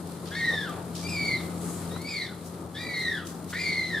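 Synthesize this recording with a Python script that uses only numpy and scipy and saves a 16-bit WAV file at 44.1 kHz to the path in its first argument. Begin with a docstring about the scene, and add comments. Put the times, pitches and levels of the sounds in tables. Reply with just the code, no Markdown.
"""Over rumbling, humming machinery, a young penguin begs with five high, arching squeals.
The two sides of its voice box are separate oscillators: they start apart in pitch, draw close,
beat and fall together, filtered by throat and beak. The rock walls of the enclosure reflect the
calls and a hollow resonates with them. A thin hiss, tiny ticks, soft scuffs and the tick of claws
on stone lie behind."""
import sys
import numpy as np
from scipy import signal
from scipy.fft import rfft, irfft, next_fast_len
from scipy.io import wavfile
from scipy.ndimage import map_coordinates

SR = 44100
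rng = np.random.default_rng(int(sys.argv[2]) if len(sys.argv) > 2 else 0)


def dump_mix(stems):
    """Bounce the given channels to the path in sys.argv[1] as a 16-bit WAV at rate SR."""
    frames = np.atleast_2d(stems).T  # one column per channel
    limited = np.clip(frames, -1, 1)  # hard clip at full scale
    pcm = np.round(limited * 32767).astype(np.int16)
    wavfile.write(sys.argv[1], SR, pcm)


N = 176400
SIDES = np.array([[.5], [-.5]])  # splits a difference between left and right

# stereo balance of the ambience: f/Hz, left minus right level/dB
AMBIENT_BALANCE = [(1600, 4), (4500, 0), (9000, 4.5)]
# spectrum of the hiss and ticks: f/Hz, relative level/dB
HISS_SPECTRUM = [(1500, 1.5), (2700, -5), (4200, 0.5), (5800, -5.5), (9000, 0.5), (12000, -3.5),
                 (15300, -21)]
# envelope of the hiss: t/s, level/dB
HISS_ENVELOPE = [(0, -49), (.88, -50.5), (1.1, -46), (1.85, -45), (2.1, -50.5), (2.7, -54), (3.02, -48.5),
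                 (3.35, -54), (3.6, -50)]


def amp(db):
    """Decibels to amplitude ratio."""
    return 10 ** (np.asarray(db) / 20)


def unit(x):
    """Normalisation to rms 1."""
    return x / np.sqrt(np.mean(x ** 2) + 1e-20)


def along(points, hz):
    """Interpolation of (f/Hz, value) points on a logarithmic frequency axis."""
    f, v = np.transpose(points)
    return np.interp(np.log(hz + 1), np.log(f + 1), v)


def curves(rows):
    """Linear interpolation in time: a value per sample for each column after t/s."""
    s, *cols = np.transpose(rows)
    return [np.interp(np.arange(N) / SR, s, c) for c in cols]


def wobble(rate):
    """Random modulation: a spline through `rate` Gaussian knots a second."""
    return map_coordinates(rng.standard_normal(N // 8), [np.arange(N) * rate / SR + 2])


def filtered(x, response):
    """Linear filtering: the spectrum of x times a frequency response."""
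    m = next_fast_len(N + SR // 2)
    return irfft(rfft(x, m) * response(np.fft.rfftfreq(m, 1 / SR)), m)[..., :N]


def spread(pair, correlation):
    """Mid-side mixing gives two independent signals a set left-right correlation."""
    angle = lambda hz: np.arccos(np.clip(along(correlation, hz), -1, 1)) / 2
    mid, side = filtered(pair, lambda hz: np.array([np.cos(angle(hz)), np.sin(angle(hz))]))
    return np.array([mid + side, mid - side])


def ambient_noise(spectrum_db):
    """Partly coherent stereo noise of rms 1, shaped by a function of frequency."""
    # coherence of the ambience: f/Hz, left-right correlation
    correlation = [(200, 0.95), (550, 0.89), (1200, 0.26), (2500, 0.67), (6000, 0.027)]
    pair = spread(rng.standard_normal((2, N)), correlation)
    return unit(filtered(pair, lambda hz: amp(spectrum_db(hz) + along(AMBIENT_BALANCE, hz) * SIDES)))


def band(centre_hz, octaves):
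    """Band-pass filtering of ambient noise, symmetric in log frequency."""
    return ambient_noise(lambda hz: -40 * np.log10(1 + (np.log2((hz + 1) / centre_hz) / octaves) ** 2 / 2))


def machinery(drift_hz=1.69, hum_coupling=1.73):
    """A line spectrum on a continuous one: wavering hum tones swell with a low rumble."""
    # spectrum of the rumble: f/Hz, relative level/dB
    spectrum = [(25, -45), (68, -13), (140, -4), (360, -4), (500, -10.5), (1050, -17.5), (1250, -15.5),
                (1650, -31.5), (3000, -43.5)]
    # envelope of the rumble: t/s, level/dB
    envelope = [(0, -39.5), (.95, -39), (1.15, -37), (1.99, -37.5), (2.04, -41.5), (4, -40)]
    # hum tones: f/Hz, level/dB, waver/dB
    hum_tones = [(91.2, -50.5, 2.5), (126.2, -56.5, 3.5), (172.3, -42.5, 1)]
    level_db, = curves(envelope)
    swell_db = hum_coupling * (level_db - level_db.mean())
    out = amp(level_db + 1.1 * wobble(12)) * ambient_noise(lambda hz: along(spectrum, hz))
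    for hz, db, waver_db in hum_tones:
        tone = np.sqrt(2) * np.sin(2 * np.pi * np.cumsum(hz + drift_hz * wobble(14)) / SR)
        out += tone * amp(db + waver_db * wobble(12) + swell_db + along(AMBIENT_BALANCE, hz) * SIDES)
    return out


def hiss():
    """Amplitude-modulated noise: a thin, restless hiss and brief Gaussian swells."""
    # noise swells: t/s, peak level/dB, standard deviation/s, centre f/Hz, width/octaves
    swells = [(1.707, -43, 0.088, 8000, 0.42), (0.535, -38.5, 0.025, 610, 0.86),
              (0.78, -41, 0.054, 740, 0.77)]
    t = np.arange(N) / SR
    level_db, = curves(HISS_ENVELOPE)
    envelope = amp(level_db + wobble(21.04) + 1.2 * wobble(150))
    out = envelope * ambient_noise(lambda hz: along(HISS_SPECTRUM, hz))
    for peak_s, db, sigma_s, hz, octaves in swells:
        out += amp(db) * np.exp(-((t - peak_s) / sigma_s) ** 2 / 2) * band(hz, octaves)
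    return out


def ticks(per_second=20, over_hiss_db=3, scatter_db=2.5, decay_s=0.00093):
    """A Poisson process of tiny noise bursts whose level follows the hiss."""
    level_db, = curves(HISS_ENVELOPE)
    size_db = scatter_db * np.minimum(rng.exponential(size=N), 2)
    impulses = (rng.random(N) < per_second / SR) * amp(level_db + over_hiss_db + size_db)
    decay = np.exp(-np.arange(SR // 100) / (decay_s * SR))
    return signal.fftconvolve(impulses, decay)[:N] * ambient_noise(lambda hz: along(HISS_SPECTRUM, hz))


def scuffs():
    """Friction noise: soft, grainy scuffs on stone rise quickly and decay exponentially."""
    # scuffs: t/s, level/dB, attack/s, T60/s, centre f/Hz, width/octaves
    strokes = [(0.254, -47.5, 0.003, 1.2, 4000, 0.75), (0.949, -40, 0.0023, 0.92, 4930, 0.76),
               (1.962, -36.5, 0.0024, 0.056, 1090, 0.8), (2.43, -47.5, 0.036, 0.29, 6900, 0.94),
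               (3.245, -44, 0.03, 0.49, 6200, 1), (3.483, -44, 0.013, 0.51, 5700, 1)]
    out = np.zeros((2, N))
    for start_s, db, attack_s, t60, hz, octaves in strokes:
        age = np.maximum(np.arange(N) / SR - start_s, 0)
        decay_db = 60 * np.maximum(age - attack_s, 0) / t60
        grain_db = 2.3 * wobble(250)
        out += np.minimum(age / attack_s, 1) * amp(db - decay_db + grain_db) * band(hz, octaves)
    return out


def claws(t60_s=.035):
    """Impact noise: claws strike stone in dry, heavily damped ticks."""
    # claw strikes: t/s, level/dB
    strikes = [(.072, -44), (.694, -40.5), (0.951, -46), (2.017, -40), (3.274, -43), (3.443, -45.5)]
    t = np.arange(N) / SR
    envelope = sum((t >= s) * amp(db - 60 * np.abs(t - s) / t60_s) for s, db in strikes)
    return envelope * band(centre_hz=7200, octaves=1)


def rock_walls(x, early_db=-4, early_s=.03, bounces=12, tail_db=-10):
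    """Reverberation: early reflections off the near rock faces and a short diffuse tail."""
    # reverberation time of the enclosure: f/Hz, T60/s
    decay_times = [(300, 0.35), (3500, 0.5), (12000, 0.088)]
    # coherence of the reflected sound: f/Hz, left-right correlation
    correlation = [(3000, 0.79), (8000, 0.05)]
    hz, t, noise = signal.stft(rng.standard_normal((2, SR // 2)), SR, nperseg=256)
    tail = signal.istft(noise * amp(-60 * t / along(decay_times, hz)[:, None]), SR, nperseg=256)[1]
    response = amp(tail_db) * np.pad(tail / np.linalg.norm(tail[0]), ((0, 0), (400, 0)))  # 9 ms late
    for side in response:
        delays = (rng.uniform(.1, 1, size=bounces) * early_s * SR).astype(int)
        side[delays] += amp(early_db) * rng.choice([-1, 1], size=bounces) / np.sqrt(bounces)
    return spread(signal.fftconvolve(x[None], response, axes=1)[:, :N], correlation)


def rock_hollow(x, delay_s=.075):
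    """Cavity resonance: a hollow in the rock answers late and rings on after the voice sweeps past."""
    # modes of the hollow: f/Hz, bandwidth/Hz, peak gain/dB
    modes = [(2160, 91, -13), (3320, 120, -5), (4514, 78, -4)]

    def resonance(f):
        return sum(amp(db) * 1j * f * width / (hz * hz - f * f + 1j * f * width)
                   for hz, width, db in modes)

    return filtered(x, lambda f: resonance(f) * np.exp(-2j * np.pi * f * delay_s))


def membrane(hz, base_db, octave_db, jitter, rasp_db):
    """Source and filter: one side of the voice box oscillates, and the beak shapes its overtones."""
    # third and fourth harmonics: level/dB relative to the octave, ahead of the beak
    overtones_db = [-15, -35]
    # resonances of the beak: f/Hz, gain/dB
    beak = [(3000, -3), (3700, -1), (4550, -1), (5050, -1), (5500, 1), (6500, -8), (7800, 14.5)]
    waver_rate, shimmer_rate, jitter_rate, rasp_rate = 60, 130, 260, 900  # knots a second
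    pitch_waver, flutter_db = 0.00599, 2.5
    hz = hz * (1 + pitch_waver * wobble(waver_rate))
    hz = hz * (1 + jitter * wobble(jitter_rate))
    phase = 2 * np.pi * np.cumsum(hz) / SR + amp(rasp_db) * wobble(rasp_rate)
    tone = amp(base_db) * np.sin(phase)
    for k, db in enumerate([0] + overtones_db, 2):
        harmonic_db = octave_db + db + along(beak, k * hz) + flutter_db * wobble(waver_rate)
        tone += amp(harmonic_db) * np.sin(k * phase)
    return np.sqrt(2) * tone * amp(flutter_db * wobble(shimmer_rate))


def penguin(gain_db=-1.5):
    """Beating: two voices close in pitch, the upper joining late, sound together with breath noise."""
    # one contour per squeal: t/s, lower voice f/Hz, upper voice f/Hz,
    # source level/dB of the fundamental, source level/dB of the octave
    squeals = [
        [(0.305, 1533, 1758, -38, -52), (0.365, 1835, 2270, -35.5, -40.5), (0.43, 1881, 2040, -27, -39.5),
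         (0.495, 1862, 1965, -27, -40.5), (0.55, 1781, 1810, -33.5, -41), (0.64, 1630, 1760, -37, -43),
         (0.7, 1181, 1480.0, -36.5, -50.5), (0.735, 1156, 1230, -56, -50)],
        [(1.025, 2288, 3016, -40.5, -47), (1.085, 2420, 2724, -37, -46), (1.125, 2398, 2482, -35, -41.5),
         (1.2, 2220, 2277, -30.5, -40.5), (1.27, 2185, 2275, -27.5, -36.5), (1.335, 2050, 2172, -27.5, -41.5),
         (1.375, 1866, 1990, -52, -43.5), (1.41, 1540, 1744, -52, -51)],
        [(1.9, 1804, 2190, -56, -44.5), (1.98, 2023, 2410, -50.5, -53.5), (2.03, 2253, 2518, -48.5, -56),
         (2.09, 2314, 2518, -38, -40), (2.145, 2208, 2310, -30.5, -38), (2.235, 1845, 1986, -37, -41.5),
         (2.27, 1600.0, 1787, -54, -45.5), (2.33, 1226, 1340, -48, -73)],
        [(2.738, 1620, 1880, -50, -46), (2.795, 1914, 2400, -38.5, -42), (2.885, 1990, 2313, -35.5, -48),
         (2.945, 1950, 2133, -28.5, -38), (3.02, 1909, 2053, -34.5, -37), (3.1, 1840, 1906, -27.5, -40),
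         (3.175, 1503, 1640, -37, -42), (3.235, 1164, 1277, -43.5, -54)],
        [(3.521, 1520, 1760, -34, -45), (3.558, 1880, 2250, -32, -43.5), (3.605, 2116, 2406, -30.5, -39),
         (3.69, 2120, 2258, -29, -36.5), (3.8, 2015, 2078, -30.5, -41.5), (3.89, 1986, 2025, -36, -42.5),
         (3.955, 1724, 1802, -28.5, -41.5), (4.0, 1517, 1653, -38, -43)],
    ]
    # voicing per squeal: upper voice's entry t/s, its rise/s, its level/dB over the lower,
    # fractional pitch jitter, rasp/dB re 1 rad, breath level/dB re the octave
    voicing = [(.335, 0.024, -5, 0.0049, -22, -6.5), (1.071, 0.017, -1.5, .009, -41, -8.5),
               (2.06, 0.064, 2, .013, -37, -8), (2.765, 0.21, 1.5, .008, -23.5, -11),
               (3.529, 0.083, 2.5, 0.0094, -20.5, -7)]
    # spectrum of air in the throat: f/Hz, relative level/dB
    breath_spectrum = [(1000, -18), (1900, -1.5), (2750, -7), (3800, 0), (5200, -7), (6200, -10),
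                       (15000, -24)]
    # the throat's dip between fundamental and octave: f/Hz, gain/dB
    throat = [(2250, -1.5), (2580, -5.5), (3400, 1)]
    fade_s, onset_rasp_db, onset_s = 0.017, 21.5, 0.083  # each squeal starts hoarse
    entry_jitter, settle_s = 1.604, 0.12  # the upper voice enters unsteadily
    t, out = np.arange(N) / SR, np.zeros(N)
    breath = unit(filtered(rng.standard_normal(N), lambda hz: amp(along(breath_spectrum, hz))))
    for squeal, (entry_s, rise_s, upper_db, jitter, rasp_db, breath_db) in zip(squeals, voicing):
        low_hz, high_hz, base_db, octave_db = curves(squeal)
        age = np.maximum(t - squeal[0][0], 0)
        gate = np.clip(np.minimum(age, squeal[-1][0] + fade_s - t) / fade_s, 0, 1)
        hoarse_db = rasp_db + onset_rasp_db * np.exp(-age / onset_s)
        hold = np.clip((t - entry_s) / rise_s, 0, 1)
        upper_gain = amp(upper_db) * np.sqrt(hold)
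        bright_db = 6 - 7.5 * (1 - hold)  # the upper voice's overtones grow as it takes hold
        unsettled = 1 + entry_jitter * np.exp(-np.maximum(t - entry_s, 0) / settle_s)
        # the two voices share the squeal's power
        shared_base_db = base_db - 10 * np.log10(1 + upper_gain ** 2)
        shared_octave_db = octave_db - 10 * np.log10(1 + (upper_gain * amp(bright_db)) ** 2)
        low = membrane(low_hz, shared_base_db, shared_octave_db, jitter, hoarse_db)
        high = membrane(high_hz, shared_base_db, shared_octave_db + bright_db,
                        unsettled * jitter, hoarse_db)
        high *= unit(amp(2 * wobble(300)))  # extra level flutter
        out += gate * (low + upper_gain * high + amp(breath_db + octave_db) * breath)
    return filtered(out, lambda hz: amp(gain_db + along(throat, hz)))


def scene(left_db=1.5, left_lead_s=.00003):
    """Superposition of bird, echoes and ambience; level and time cues set the bird just left of centre."""
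    bird = penguin()
    direct = filtered(bird, lambda hz: amp(left_db * SIDES) * np.exp(2j * np.pi * hz * left_lead_s * SIDES))
    return direct + rock_walls(bird) + rock_hollow(bird) + machinery() + hiss() + ticks() + claws() + scuffs()


def record(dry, cutoff_hz=15600):
    """Band limiting: an ideal low-pass filter removes the highest treble."""
    return filtered(dry, lambda hz: hz < cutoff_hz)


dry = scene()
out = record(dry)
dump_mix(out)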